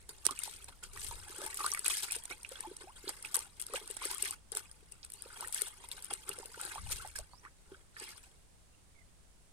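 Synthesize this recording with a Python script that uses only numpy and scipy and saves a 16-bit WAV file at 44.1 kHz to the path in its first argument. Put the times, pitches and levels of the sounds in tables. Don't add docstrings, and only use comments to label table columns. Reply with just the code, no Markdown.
import sys
import numpy as np
from scipy import signal
from scipy.fft import rfft, irfft, next_fast_len
from scipy.io import wavfile
from scipy.ndimage import uniform_filter1d

SR = 44100
rng = np.random.default_rng(int(sys.argv[2]) if len(sys.argv) > 2 else 0)


def generate_wav(sig):
    pcm = np.round(np.clip(np.atleast_2d(sig).T, -1, 1) * 32767).astype(np.int16)
    wavfile.write(sys.argv[1], SR, pcm)


N = 419831


def amp(db):
    return 10 ** (np.asarray(db) / 20)


def unit(x):
    return x / np.sqrt(np.mean(x ** 2) + 1e-20)


def smooth(x, first, second):
    return uniform_filter1d(uniform_filter1d(x, first), second)


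def read(points, hz):
    f, value = np.transpose(points)
    return np.interp(np.log(hz + 1), np.log(f + 1), value)


def add(mix, s, sound):
    part = mix[:, max(round(s * SR), 0):][:, :sound.shape[1]]
    part += sound[:, :part.shape[1]]


def colour(x, points, size=4096):
    log_gain = np.log(amp(read(points, abs(np.fft.fftfreq(size, 1 / SR)))))
    taps = np.fft.ifft(np.exp(np.conj(signal.hilbert(log_gain)))).real
    return signal.oaconvolve(x, taps[None, :size // 2], axes=1)[:, :x.shape[1]]


def sides(pan_db):
    return unit(amp([[pan_db / 2], [-pan_db / 2]]))


WOBBLE, WOBBLE_DB = .04, 2.2


def bubble(hz, decay_ms, rise, onset_cycles=1.0, shake=0):
    t = np.arange(int(SR * decay_ms * 6 / 1000)) / SR
    age = t * 1000 / decay_ms
    shake = np.resize(shake, len(t))
    pitch = hz * (1 + WOBBLE * shake) * 2 ** (rise * np.minimum(age, 3))
    turns = np.cumsum(pitch) / SR
    shape = np.exp(-age) * (1 - np.exp(-(turns / onset_cycles) ** 2))
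    return np.sin(2 * np.pi * turns) * amp(WOBBLE_DB * shake[::-1]) * shape / shape.max()


def walls(x, wet_db, decay_ms, size=1800):
    ms = np.arange(size) * 1000 / SR
    echoes = rng.standard_normal((2, size)) * (rng.random((2, size)) < .12)
    taps = echoes * np.exp(-ms / decay_ms) * (ms > .5)
    taps /= np.linalg.norm(taps, axis=1, keepdims=True)
    return x + amp(wet_db) * signal.oaconvolve(x, taps, axes=1)[:, :x.shape[1]]


def noise(points, same):
    size = next_fast_len(N, True)
    hz = np.fft.rfftfreq(size, 1 / SR)
    a, b = rfft(rng.standard_normal((2, size)))
    likeness = np.clip(read(same, hz), -1, 1)
    pair = np.array([a, likeness * a + np.sqrt(1 - likeness ** 2) * b])
    return unit(irfft(pair * amp(read(points, hz)), size)[:, :N])


# (frequency [Hz], relative level [dB per Hz])
AIR_COLOUR = [(15, -3), (45, 0), (100, -9), (130, -12), (165, -7.5), (250, -14), (700, -17.5), (1500, -22),
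              (4000, -24), (6500, -24), (8200, -20.5), (9400, -20), (10700, -28), (13000, -35),
              (16000, -40)]
# (frequency [Hz], correlation [-1 to 1])
AIR_LIKENESS = [(60, .35), (130, .35), (400, .15), (1400, 0)]
# (time [s], level [dB])
GUSTS = [(0, -61), (0.451, -63), (.6, -57.5), (.9, -56), (1.1, -48), (1.4, -62), (6.75, -62), (6.82, -41),
         (6.97, -47), (7.082, -57.5), (7.169, -55), (7.209, -44), (7.26, -63), (9.5, -63)]
# (frequency [Hz], relative level [dB per Hz])
WIND_COLOUR = [(15, -3), (30, 0), (70, -3), (110, -10), (170, -20), (400, -45), (1500, -80)]
AIR_DB = -65


def field():
    gust_db = np.interp(np.arange(N) / SR, *np.transpose(GUSTS))
    hush = amp(AIR_DB) * noise(AIR_COLOUR, AIR_LIKENESS)
    wind = amp(gust_db) * noise(WIND_COLOUR, AIR_LIKENESS) * sides(pan_db=11.5)
    return hush + wind


# (time [s], level before layer shares and trims [dB])
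LAPPING = [(0, -65), (.06, -76), (.15, -65), (.76, -71.5), (1.2, -61), (2.15, -60), (2.38, -64.5),
           (2.55, -60.5), (2.92, -67), (3.3, -57), (3.52, -69), (3.7, -59), (4.3, -61), (4.42, -84.5),
           (4.6, -62.5), (4.8, -72), (5.08, -72), (5.2, -64), (6.5, -60), (7.05, -62), (7.55, -81),
           (7.76, -70.5), (7.9, -84.5), (8.24, -68), (8.45, -83)]
# (churning [dB], patter [dB], spray [dB])
LAPPING_SHARES = (-1, 1, 2.5)


def lapping(t):
    level_db = np.interp(t, *np.transpose(LAPPING), right=-90)
    return amp(level_db + np.array(LAPPING_SHARES)[:, None]) ** 2


# (time [s], level before layer trims [dB], brightness: spray up and churning down [dB])
SLAPS = [(0.093, -50.5, 1.5), (0.254, -42, 3.5), (0.307, -48.5, -0.5), (.392, -50, 3.5), (0.434, -47, 5),
         (0.685, -52.5, -2.5), (0.956, -54.5, -4.5), (0.829, -46.5, 2), (.935, -54.5, 4), (1.111, -51, 1),
         (1.604, -44, 0.5), (1.846, -44.5, 5.5), (1.86, -38.5, 1.5), (2.029, -42.5, 5), (2.085, -50, 0),
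         (2.122, -43.5, 6), (2.149, -44, 5), (2.302, -43.5, -0.5), (2.515, -53.5, 3.5),
         (2.809, -49.5, -1.5), (2.965, -53, 2), (3.088, -45.5, -1), (3.247, -49.5, 1.5), (3.331, -55, 4),
         (3.601, -50.5, 6), (3.75, -46.5, 7), (3.902, -48.5, 5.5), (4.325, -51.5, -3), (4.526, -50, -1.5),
         (4.565, -44.5, 5), (4.916, -57, 1), (5.043, -58.5, 2.5), (5.135, -58, 7.5), (5.614, -44.5, 6.5),
         (5.668, -49, 7), (5.832, -53.5, 1.5), (5.918, -50.5, 4.5), (5.967, -52, 0), (6.042, -54, 6),
         (6.105, -42.5, 0), (6.13, -52, 8.5), (6.908, -40.5, 6.5), (7.158, -48, 4.5), (7.185, -50.5, -0.5),
         (7.436, -59.5, -6), (8.092, -53, 3.5), (8.174, -57.5, 4), (8.234, -61.5, 2.5)]
SLAP_ATTACK_S, SLAP_FADE_S = 0.0036, 0.023


def slaps(t):
    power = np.zeros((3, len(t)))
    for s, db, bright_db in SLAPS:
        shape = np.exp(-abs(t - s) / np.where(t < s, SLAP_ATTACK_S, SLAP_FADE_S))
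        power += (amp(db + bright_db * np.array([[-1], [0], [1]])) * shape) ** 2
    return power


# (crest time [s], swell [s], run-off [s],
# then crest levels before layer trims: churning [dB], patter [dB], spray [dB])
SLOSHES = [(0.452, 0.17, .21, -59, -51, -48), (1.023, .06, .13, -54.5, -49.5, -42),
           (1.18, .3, .2, -60, -57, -54.5), (1.451, .2, .12, -47.5, -49.5, -44.5),
           (1.659, 0.13, 0.17, -52, -47.5, -41.5), (1.905, .025, .09, -53.5, -38.5, -34),
           (1.948, .04, .13, -54.5, -41, -38.5), (2.603, .1, .12, -54.5, -55, -57),
           (3.089, 0.064, .08, -54.5, -51, -51), (3.355, 0.0201, 0.1, -47.5, -47.5, -42.5),
           (3.758, .05, 0.0395, -49, -44.5, -60), (4.038, .06, .16, -49.5, -43.5, -43),
           (4.1, .04, .1, -52, -47, -46), (4.255, 0.06, 0.075, -50.5, -42, -40),
           (5.43, .2, .09, -49.5, -52.5, -50.5), (5.568, .07, 0.1137, -56.5, -46, -41.5),
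           (6.277, 0.0054, .16, -50, -52.5, -50.5), (6.632, 0.073, .17, -49, -48, -45.5),
           (6.725, .08, .08, -53.5, -50, -51.5), (6.919, 0.097, 0.18, -53.5, -48.5, -45.5),
           (7.725, .05, .09, -57, -66, -80), (8.012, .05, .15, -53, -46.5, -51)]
SWELL_DB, RUN_OFF_DB, SETTLE_DB_PER_S = 13.5, 12, 437.5


def sloshes(t):
    power = np.zeros((3, len(t)))
    for crest, swell, run_off, *layers_db in SLOSHES:
        shape_db = np.interp(t - crest, [-swell, 0, run_off], [-SWELL_DB, 0, -RUN_OFF_DB])
        outside = np.maximum(0, np.maximum(crest - swell - t, t - crest - run_off))
        power += amp(np.array(layers_db)[:, None] + shape_db - SETTLE_DB_PER_S * outside) ** 2
    return power


def motion():
    t = np.arange(0, N / SR, .001)
    power = lapping(t) + slaps(t) + sloshes(t)
    return [np.interp(np.arange(N) / SR, t, 10 * np.log10(p)) for p in power]


def swarm(level_db, per_s, low_hz, high_hz, cycles, spread_db, pan_db, scatter_db, wet_db,
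          crowding=.3, count=36, size=3000):
    level = amp(level_db)
    crowd = unit(level) ** crowding
    out = np.zeros((2, N))
    for hz in np.geomspace(low_hz, high_hz, count):
        life, rise, place = rng.random(3)
        ring = bubble(hz, 1000 * cycles * (.5 + life) / hz, .12 * rise)
        ring = np.pad(ring, (0, 900)) * sides(pan_db + scatter_db * (2 * place - 1))
        ring = walls(ring, wet_db, decay_ms=2.8)
        ring *= np.sqrt(hz / np.sum(ring ** 2))
        born = rng.integers(0, N, size)
        expected = per_s * crowd[born] / count * N / SR
        chance = rng.random(size) * size / expected
        kept = chance < 1
        strength = amp(spread_db * np.minimum(-np.log(chance[kept]), 4))
        at = (born[kept, None] + np.arange(ring.shape[1])).ravel()
        for mic, heard in zip(out, ring):
            mic += np.bincount(at, np.outer(strength, heard).ravel(), N)[:N]
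    return out, level


def stirred(bubbles, level, points, size=1500):
    x = unit(colour(bubbles, points))
    power = smooth(np.mean(x ** 2, 0), size, size)
    return level * x / np.sqrt(abs(power) + 0.0068)


# (frequency [Hz], relative level [dB per Hz])
CHURN_COLOUR = [(150, -12.5), (240, -12), (310, -5.5), (400, 3), (540, -7.5), (680, -19), (870, 8),
                (1020, 2), (1250, 2), (1700, 4), (2400, -32.5)]
PATTER_COLOUR = [(1100, -20.5), (1900, -0.5), (2500, -1.5), (3500, -2), (5200, -3), (6200, -14),
                 (8000, -44)]
SPRAY_COLOUR = [(3500, -76), (6000, -14), (7200, -7), (8300, -2), (9100, 0), (10200, -7.5), (12500, -23.5),
                (15000, -13), (16500, -37)]


def water(churn_db, patter_db, spray_db, clump_db=2.5):
    clumps = amp(clump_db * unit(smooth(rng.standard_normal(N), 420, 300)))
    churn, churn_level = swarm(
        churn_db, per_s=1100, low_hz=245.2, high_hz=1983, cycles=8.7,
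        spread_db=4.0, pan_db=2.5, scatter_db=-2.5, wet_db=-8.0)
    patter, patter_level = swarm(
        patter_db, per_s=1500, low_hz=1596, high_hz=6624, cycles=11.95,
        spread_db=4.5, pan_db=-1.0, scatter_db=16.0, wet_db=1.5)
    spray, spray_level = swarm(
        spray_db, per_s=2900, low_hz=5430, high_hz=13580, cycles=5.1,
        spread_db=5.0, pan_db=14.5, scatter_db=33, wet_db=14.5)
    return (stirred(churn * clumps, churn_level, CHURN_COLOUR) * amp(-4.0)
            + stirred(patter * clumps, patter_level, PATTER_COLOUR) * amp(-2.5)
            + stirred(spray * clumps, spray_level, SPRAY_COLOUR) * amp(0.3))


def crackle(level_db, per_s, spread_db, scatter_db, crowding=0.38, count=7):
    crowd = unit(amp(level_db)) ** crowding
    out = np.zeros((2, N))
    for place in np.linspace(-1, 1, count):
        born = np.flatnonzero(rng.random(N) < per_s * crowd / count / SR)
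        size, sign = rng.random((N // 100, 2))[:len(born)].T
        clicks = np.zeros(N)
        clicks[born] = np.sign(sign - .5) * amp(spread_db * np.minimum(-np.log(size), 3))
        placed = np.roll(clicks, int(6 * place)) * sides(scatter_db * place)
        out += walls(placed, wet_db=3.5, decay_ms=2.1)
    return unit(out)


# (frequency [Hz], relative level [dB per Hz])
FOAM_COLOUR = [(400, -21), (1200, -16), (2800, 1.5), (4200, 0.5), (6000, 3.5), (7500, -3), (9000, -4.5),
               (10500, -1.5), (13000, -1.5), (16000, -28)]
FOAM_DB, FOAM_PER_S = -9, 220


def foam(spray_db):
    clicks = crackle(spray_db, FOAM_PER_S, spread_db=6.5, scatter_db=1)
    clicks = unit(colour(clicks, FOAM_COLOUR))
    return amp(spray_db + FOAM_DB) * clicks * sides(pan_db=3.0)


def strays(level_db, per_s, crowding=.25, count=400):
    when, a, b = rng.random((count, 3))[:int(per_s * N / SR)].T
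    odds = np.cumsum(amp(crowding * level_db))
    at = np.searchsorted(odds, when * odds[-1])
    return zip(at / SR, level_db[at], a, b)


# (centre pitch [Hz], level against the churning curve [dB])
GURGLE_PITCHES = [(394, -1), (488, -3.5), (855, 3.5), (1158, 5.5), (1378, 9.5), (711, -3.5)]
GURGLES_PER_S, GURGLE_MS, GURGLE_OCTAVES = 24, 5.2, 0.18


def gurgles(churn_db):
    rows = []
    for s, db, choice, detune in strays(churn_db, GURGLES_PER_S):
        hz, above_db = GURGLE_PITCHES[int(choice * len(GURGLE_PITCHES))]
        pitch = hz * 2 ** (GURGLE_OCTAVES * (2 * detune - 1))
        decay_ms = GURGLE_MS * 2 ** rng.uniform(-0.92, 1)
        rows.append((s, pitch, db + above_db, decay_ms))
    return rows


DRIP_HZ = (1500, 5200)
DRIPS_PER_S, DRIP_DB, DRIP_MS = 17, 5, 3.6


def drips(patter_db):
    low_hz, high_hz = DRIP_HZ
    rows = []
    for s, db, small, faint in strays(patter_db, DRIPS_PER_S, crowding=.8):
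        pitch = low_hz * (high_hz / low_hz) ** small
        rows.append((s, pitch, db + DRIP_DB - 5 * faint, DRIP_MS * (1.5 - small)))
    return rows


# (time [s], level over the first 2.5 ms before the trim [dB], left minus right [dB])
TICKS = [(.0918, -39.5, 0), (.2527, -30.5, -23), (.2544, -33, -27), (.2562, -28, -22), (.258, -33, -14),
         (.2661, -16, -37.5), (.3097, -31.5, -14), (.3902, -29, 14), (.4365, -27, 23), (.6431, -40.5, 2),
         (1.0856, -35, 19), (1.3828, -39, 13), (1.4642, -31, 28), (1.5063, -40, 4.5), (1.5442, -34, 7),
         (1.572, -31, 3), (1.6125, -36.5, 4), (1.6628, -24.5, 1), (1.6922, -41, -1), (1.717, -33, 13),
         (1.7369, -25, 24), (1.7481, -32, 3), (1.7928, -27.5, 7), (1.8455, -31.5, 9), (1.8625, -24, 1),
         (1.8813, -19, 18), (1.979, -41, 6), (2.031, -32, 5), (2.11, -32, 0), (2.121, -26, 9),
         (2.163, -33, 4), (2.2376, -39.5, 11), (2.2546, -36, -2), (2.4314, -40.5, 0), (2.4915, -39, 12),
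         (2.607, -30, 18), (2.7662, -40, 0), (3.092, -29.5, 0), (3.2259, -38, 4), (3.2583, -38, 7),
         (3.3444, -22, 4), (3.3499, -26, -12.5), (3.3549, -24.5, 1), (3.3669, -22, 21),
         (3.3902, -31.5, -0.5), (3.598, -34.5, 6), (3.6155, -29, 27), (3.6229, -33.5, 6), (3.666, -35.5, 2),
         (3.7366, -32, 9), (3.7672, -36, 4), (3.8761, -38.5, 2), (3.9115, -31.5, 35), (3.9677, -34, -4),
         (4.053, -28, 10), (4.113, -30, 10), (4.1471, -31, 25), (4.1819, -33.5, 9), (4.2045, -47, 17),
         (4.2249, -21, 10), (4.3087, -28, 8), (4.5195, -30, 9), (4.5503, -32, 1), (4.571, -25, 9),
         (4.7137, -42.5, 3), (4.9214, -39.5, 5), (5.0481, -38.5, 5), (5.101, -43, 1), (5.12, -40.5, 4),
         (5.1374, -37, 29), (5.222, -34, 36), (5.4081, -32.5, 7), (5.4743, -34, 13), (5.483, -34.5, 38),
         (5.5255, -31, 9), (5.5386, -44, 2), (5.5455, -24.5, 9), (5.577, -36, 8), (5.619, -20.5, 11),
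         (5.888, -39, 18), (5.9156, -35.5, 14), (5.976, -49, 8), (6.0242, -40, 5), (6.0456, -33, 19),
         (6.1365, -26.5, 7), (6.292, -27.5, 8), (6.3874, -36, 4), (6.458, -37, 11), (6.6139, -31.5, 11),
         (6.6516, -33, 11), (6.751, -42, -6), (6.9122, -33, 2), (7.0743, -43, -6), (7.1615, -40.5, -2),
         (7.1879, -33.5, -3), (7.999, -39.5, 0), (8.039, -41.5, 3)]
# (frequency [Hz], relative level [dB per Hz])
SNAP_COLOUR = [(150, -36), (1500, -84), (4500, -20), (6200, -15.5), (7400, 1.5), (8400, 8), (9100, 14),
               (10200, 2.5), (12500, -7.5), (16000, -19)]
KNOCK_COLOUR = [(150, 1), (900, 11), (2400, 9.5), (4500, 16.5), (6000, 22), (9000, -46), (16000, -72)]
KNOCK_DB, KNOCK_PER_PAN_DB = -8.5, -0.8445


def ticks(rows, size=1500, count=110, fizz_db=-16, fizz_ms=1.0):
    out = np.zeros((2, N))
    ms = (np.arange(size) - count) * 1000 / SR
    for s, db, pan_db in rows:
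        knock_db = KNOCK_DB + KNOCK_PER_PAN_DB * max(pan_db, 0)
        ring = bubble(rng.uniform(7000, 13000), decay_ms=.3, rise=0)
        ring = np.pad(ring, (count, size))[:size]
        fizz = rng.standard_normal(size) * np.exp(-abs(ms) / fizz_ms)
        pulse = signal.unit_impulse(size, count)
        pulse = pulse + amp(-17.0 - .5 * abs(pan_db)) * ring
        pulse = pulse + amp(fizz_db - 0.56 * abs(pan_db)) * fizz
        pulse = walls(pulse * sides(pan_db), wet_db=4 - .8 * abs(pan_db), decay_ms=1.6)
        snap, knock = colour(pulse, SNAP_COLOUR), colour(pulse, KNOCK_COLOUR)
        tick = unit(snap) + amp(knock_db) * unit(knock)
        first_instant = tick[:, count:2 * count]
        add(out, s - count / SR, amp(db) * tick / np.sqrt(np.mean(first_instant ** 2)))
    return amp(-1.5) * out


# (time [s], starting pitch [Hz], peak before wobble, echo and trim [dB], decay [ms])
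BUBBLES = [(.267, 335, -37.5, 1.9), (.286, 3020, -37, 3), (.289, 1066, -32.5, 9.9), (.311, 298, -34, 0.2),
           (.323, 1240, -43, 5), (.375, 2500, -44.5, 4.9), (.392, 2770, -42.5, 3.9), (.436, 3580, -42, 1.9),
           (.477, 840, -42.5, 4.3), (.685, 910, -47.5, 5), (.974, 1810, -38.5, 3.2),
           (1.111, 883, -40, 11.7), (1.297, 380, -48.5, 5.4), (1.385, 360, -45.5, 8),
           (1.405, 410, -46, 5.3), (1.417, 580, -44.5, 7.5), (1.434, 380, -45, 6.7), (1.46, 863, -40, 15.4),
           (1.502, 2140, -36.5, 2), (1.528, 1790, -40, 5.2), (1.59, 1230, -37, 5.4), (1.604, 1120, -32, 13),
           (1.638, 3790, -33, 2.3), (1.643, 1145, -26, 10.8), (1.664, 1383, -27.5, 7.7),
           (1.7172, 5440, -28.5, 1.5), (1.747, 2000, -31.5, 1.7), (1.724, 1100, -43, 23),
           (1.773, 1250, -38.5, 5), (1.774, 1920, -33.5, 3.5), (1.845, 1500, -40, 4), (1.852, 3670, -28, 2),
           (1.857, 1350, -35, 2.2), (1.86, 2320, -34, 2.5), (1.9, 1095, -34.5, 4.6), (1.94, 3050, -41, 8.5),
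           (2.085, 1920, -38, 2.8), (2.103, 2460, -35, 4.2), (2.161, 440, -46.5, 7.8),
           (2.309, 1370, -42, 8), (2.448, 2430, -34.5, 1.6), (2.514, 500, -44.5, 8.5),
           (2.554, 1450, -49, 9.4), (2.556, 3320, -39, 4.6), (2.604, 1700, -42, 5.7),
           (2.636, 990, -38.5, 5.4), (2.669, 339, -45.5, 18.4), (2.712, 400, -39.5, 4.5),
           (2.81, 403, -49, 9.3), (2.836, 363, -50.5, 13), (3.039, 355, -41.5, 2.9),
           (3.073, 376, -39.5, 5.8), (3.079, 3900, -30, 2.5), (3.093, 830, -40.5, 3.5),
           (3.249, 2460, -32, 1.9), (3.344, 1117, -39, 5.2), (3.369, 483, -42, 4.8), (3.375, 876, -41, 6.6),
           (3.698, 430, -48.5, 4.4), (3.726, 413, -43, 8.8), (3.737, 1220, -36, 3),
           (3.741, 492, -28.5, 4.2), (3.757, 2760, -31.5, 2.4), (3.777, 820, -46, 7.6),
           (3.812, 420, -49, 14), (3.899, 409, -44.5, 9.6), (4.017, 1020, -38, 5.5),
           (4.032, 2370, -39.5, 7.8), (4.055, 388, -41, 4.7), (4.057, 1640, -40, 4.4),
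           (4.111, 973, -42.5, 8.6), (4.132, 1090, -44.5, 5.8), (4.155, 1180, -44, 6.7),
           (4.225, 4300, -48, 1.6), (4.23, 390, -41.5, 7.4), (4.258, 1940, -28.5, 2.1),
           (4.292, 1086, -48, 12), (4.326, 1250, -45.5, 4.3), (4.521, 438, -46, 5.4),
           (4.549, 411, -48.5, 23), (4.569, 1340, -32, 0.96), (4.603, 1340, -47, 4.7),
           (4.655, 2510, -52, 5.3), (4.825, 400, -56, 6.2), (5.03, 4100, -36.5, 0.78), (5.257, 480, -50, 5),
           (5.265, 920, -53, 3.7), (5.302, 1400, -46, 6.7), (5.4, 1330, -46, 3.7), (5.425, 975, -38, 4.3),
           (5.446, 1780, -37.5, 4.5), (5.54, 1130, -41, 3.4), (5.561, 1660, -34.5, 2.8),
           (5.618, 412, -46, 12.6), (5.661, 3560, -40.5, 2.5), (5.84, 890, -44.5, 3.3),
           (5.915, 3580, -34.5, 2.7), (6.105, 1293, -34.5, 2), (6.111, 825, -36.5, 6.5),
           (6.121, 414, -39.5, 3.7), (6.28, 1320, -44, 4), (6.297, 405, -39.5, 3.8), (6.314, 380, -48, 6.1),
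           (6.314, 2600, -39.5, 5.2), (6.342, 1295, -48, 6.4), (6.382, 486, -44, 7), (6.398, 396, -44, 6.4),
           (6.429, 870, -43.5, 6), (6.452, 435, -53, 8), (6.492, 444, -52, 8.6), (6.544, 1360, -38, 3.2),
           (6.573, 460, -44, 3), (6.577, 883, -45.5, 5.5), (6.596, 1315, -37.5, 5.1),
           (6.608, 1490, -45, 4.2), (6.633, 2460, -47, 4.7), (6.644, 1470, -39, 3.3), (6.66, 1530, -47, 6),
           (6.719, 1410, -36.5, 3), (6.735, 890, -52, 8.8), (6.757, 880, -36, 10.5),
           (6.779, 1114, -35.5, 5.7), (6.864, 870, -45, 5), (7.02, 1065, -49, 12), (7.048, 855, -39.5, 6.3),
           (7.055, 640, -46, 4.9), (7.155, 1640, -37.5, 6.8), (7.161, 4700, -35.5, 3),
           (7.192, 614, -45.5, 8.7), (7.334, 923, -46, 6), (7.449, 1940, -46, 6), (7.717, 368, -41.5, 7),
           (7.966, 1628, -39.5, 3), (8.018, 376, -45, 4.1)]
# (pitch [Hz], left minus right [dB])
GULP_PAN = [(400, 3.5), (850, 1.5), (1200, 4.5), (2400, -7.5)]
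RISE_OCTAVES, RISE_AT_HZ = 0.0356, 1060
SWIRL_DB, SWIRL_MS = -12.5, 8.7


def gulps(rows, splat_db=-15, splat_ms=1.5, size=2400):
    out = np.zeros((2, N))
    ms = np.arange(size) * 1000 / SR
    for s, hz, db, decay_ms in rows:
        shake, splat, swirl = rng.standard_normal((3, size))
        rise = RISE_OCTAVES * np.sqrt(hz / RISE_AT_HZ) * rng.uniform(.3, 2.4)
        ring = bubble(hz, decay_ms, rise, shake=unit(uniform_filter1d(shake, size=130)))
        splat = unit(colour(splat[None], KNOCK_COLOUR)) * np.exp(-ms / splat_ms)
        band = signal.butter(2, [.8 * hz, 1.35 * hz], "band", fs=SR)
        swirl = unit(signal.lfilter(*band, swirl)) * np.exp(-ms / SWIRL_MS)
        gain = amp(db) * sides(read(GULP_PAN, hz))
        add(out, s, gain * ring)
        add(out, s, gain * (amp(splat_db) * splat + amp(SWIRL_DB) * swirl))
    return amp(-1) * walls(out, wet_db=-9, decay_ms=12)


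# (start [s], length [s], first pitch [Hz], last pitch [Hz], level before fade and echo [dB])
WHOOPS = [(2.309, .024, 2100, 2700, -36), (2.646, 0.03, 830, 980, -39), (2.872, .04, 720, 1200, -46),
          (4.327, .034, 2110, 3000, -60), (5.428, 0.025, 1160, 1700, -42.5),
          (6.997, 0.019, 1280, 1700, -41.5), (7.456, 0.029, 1033, 2400, -47)]
WHOOP_BEND, WHOOP_FADE_DB = 1.35, 11
WHOOP_ATTACK_S = .003


def whoops():
    out = np.zeros((2, N))
    for s, length, first_hz, last_hz, db in WHOOPS:
        t = np.arange(int(length * SR)) / SR
        u = t / length
        hz = first_hz * (last_hz / first_hz) ** (u ** WHOOP_BEND)
        ramps = np.minimum(np.minimum(t, length - t) / WHOOP_ATTACK_S, 1)
        shape = ramps * amp(db - WHOOP_FADE_DB * u)
        whoop = shape * np.sin(2 * np.pi * np.cumsum(hz) / SR)
        add(out, s, whoop * sides(read(GULP_PAN, first_hz)))
    return walls(out, wet_db=-7, decay_ms=12)


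# (start [s], length [s], first pitch [Hz], middle pitch [Hz], last pitch [Hz],
# peak before flutter and panning [dB])
CHIRPS = [(5.14, 0.13, 4060, 4650, 5400, -60), (7.3, 0.11, 4300, 4800, 6200, -61),
          (8.725, 0.032, 2650, 2740, 2720, -71), (8.938, 0.11, 2330, 2100, 2040, -67)]


def birds(waver=0.019, flutter_db=5):
    out = np.zeros((2, N))
    for s, length, first_hz, middle_hz, last_hz, db in CHIRPS:
        u = np.linspace(0, 1, int(length * SR))
        wander = unit(uniform_filter1d(rng.standard_normal((2, SR)), size=200))
        drift, flutter = wander[:, :len(u)]
        slide = np.polyfit([0, .5, 1], [first_hz, middle_hz, last_hz], 2)
        hz = np.polyval(slide, u) * (1 + waver * drift)
        shape = unit(amp(flutter_db * flutter)) * signal.windows.tukey(len(u), .5)
        whistle = np.sin(2 * np.pi * np.cumsum(hz) / SR) * shape
        add(out, s, amp(db) * whistle * sides(pan_db=-21.0))
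    return out


def scene():
    churn_db, patter_db, spray_db = motion()
    wash = water(churn_db, patter_db, spray_db) + foam(spray_db)
    wash = walls(wash, wet_db=-8.5, decay_ms=10.2) * amp(-0.58)
    singles = gulps(list(BUBBLES) + gurgles(churn_db) + drips(patter_db))
    return field() + wash + ticks(TICKS) + singles + whoops() + birds()


# (frequency [Hz], left minus right [dB])
MIC_TILT = [(500, -5.5), (1400, -3.5), (2200, -3.5), (3000, -1), (4200, 3.5), (6500, -5.5), (9000, -2.5),
            (11500, 2.5), (13000, 7), (15000, -9)]
# (frequency [Hz], lag [radians])
MIC_LAG = [(0, 0), (1030, .6), (1500, 1.2), (2600, 5.6), (5000, 9), (10900, 17.8), (16000, 25)]
EDGE_HZ = 16300


def record(dry):
    size = next_fast_len(N, True)
    hz = np.fft.rfftfreq(size, 1 / SR)
    tilt_db = read(MIC_TILT, hz)
    lag = np.interp(hz, *np.transpose(MIC_LAG))
    mics = np.array([amp(tilt_db / 2) * np.exp(-1j * lag), amp(-tilt_db / 2)])
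    heard = irfft(rfft(dry, size) * mics, size)[:, :N]
    low_pass = signal.firwin(511, EDGE_HZ, window=("kaiser", 9), fs=SR)
    return signal.oaconvolve(heard, low_pass[None], "same")


dry = scene()
out = record(dry)
generate_wav(out)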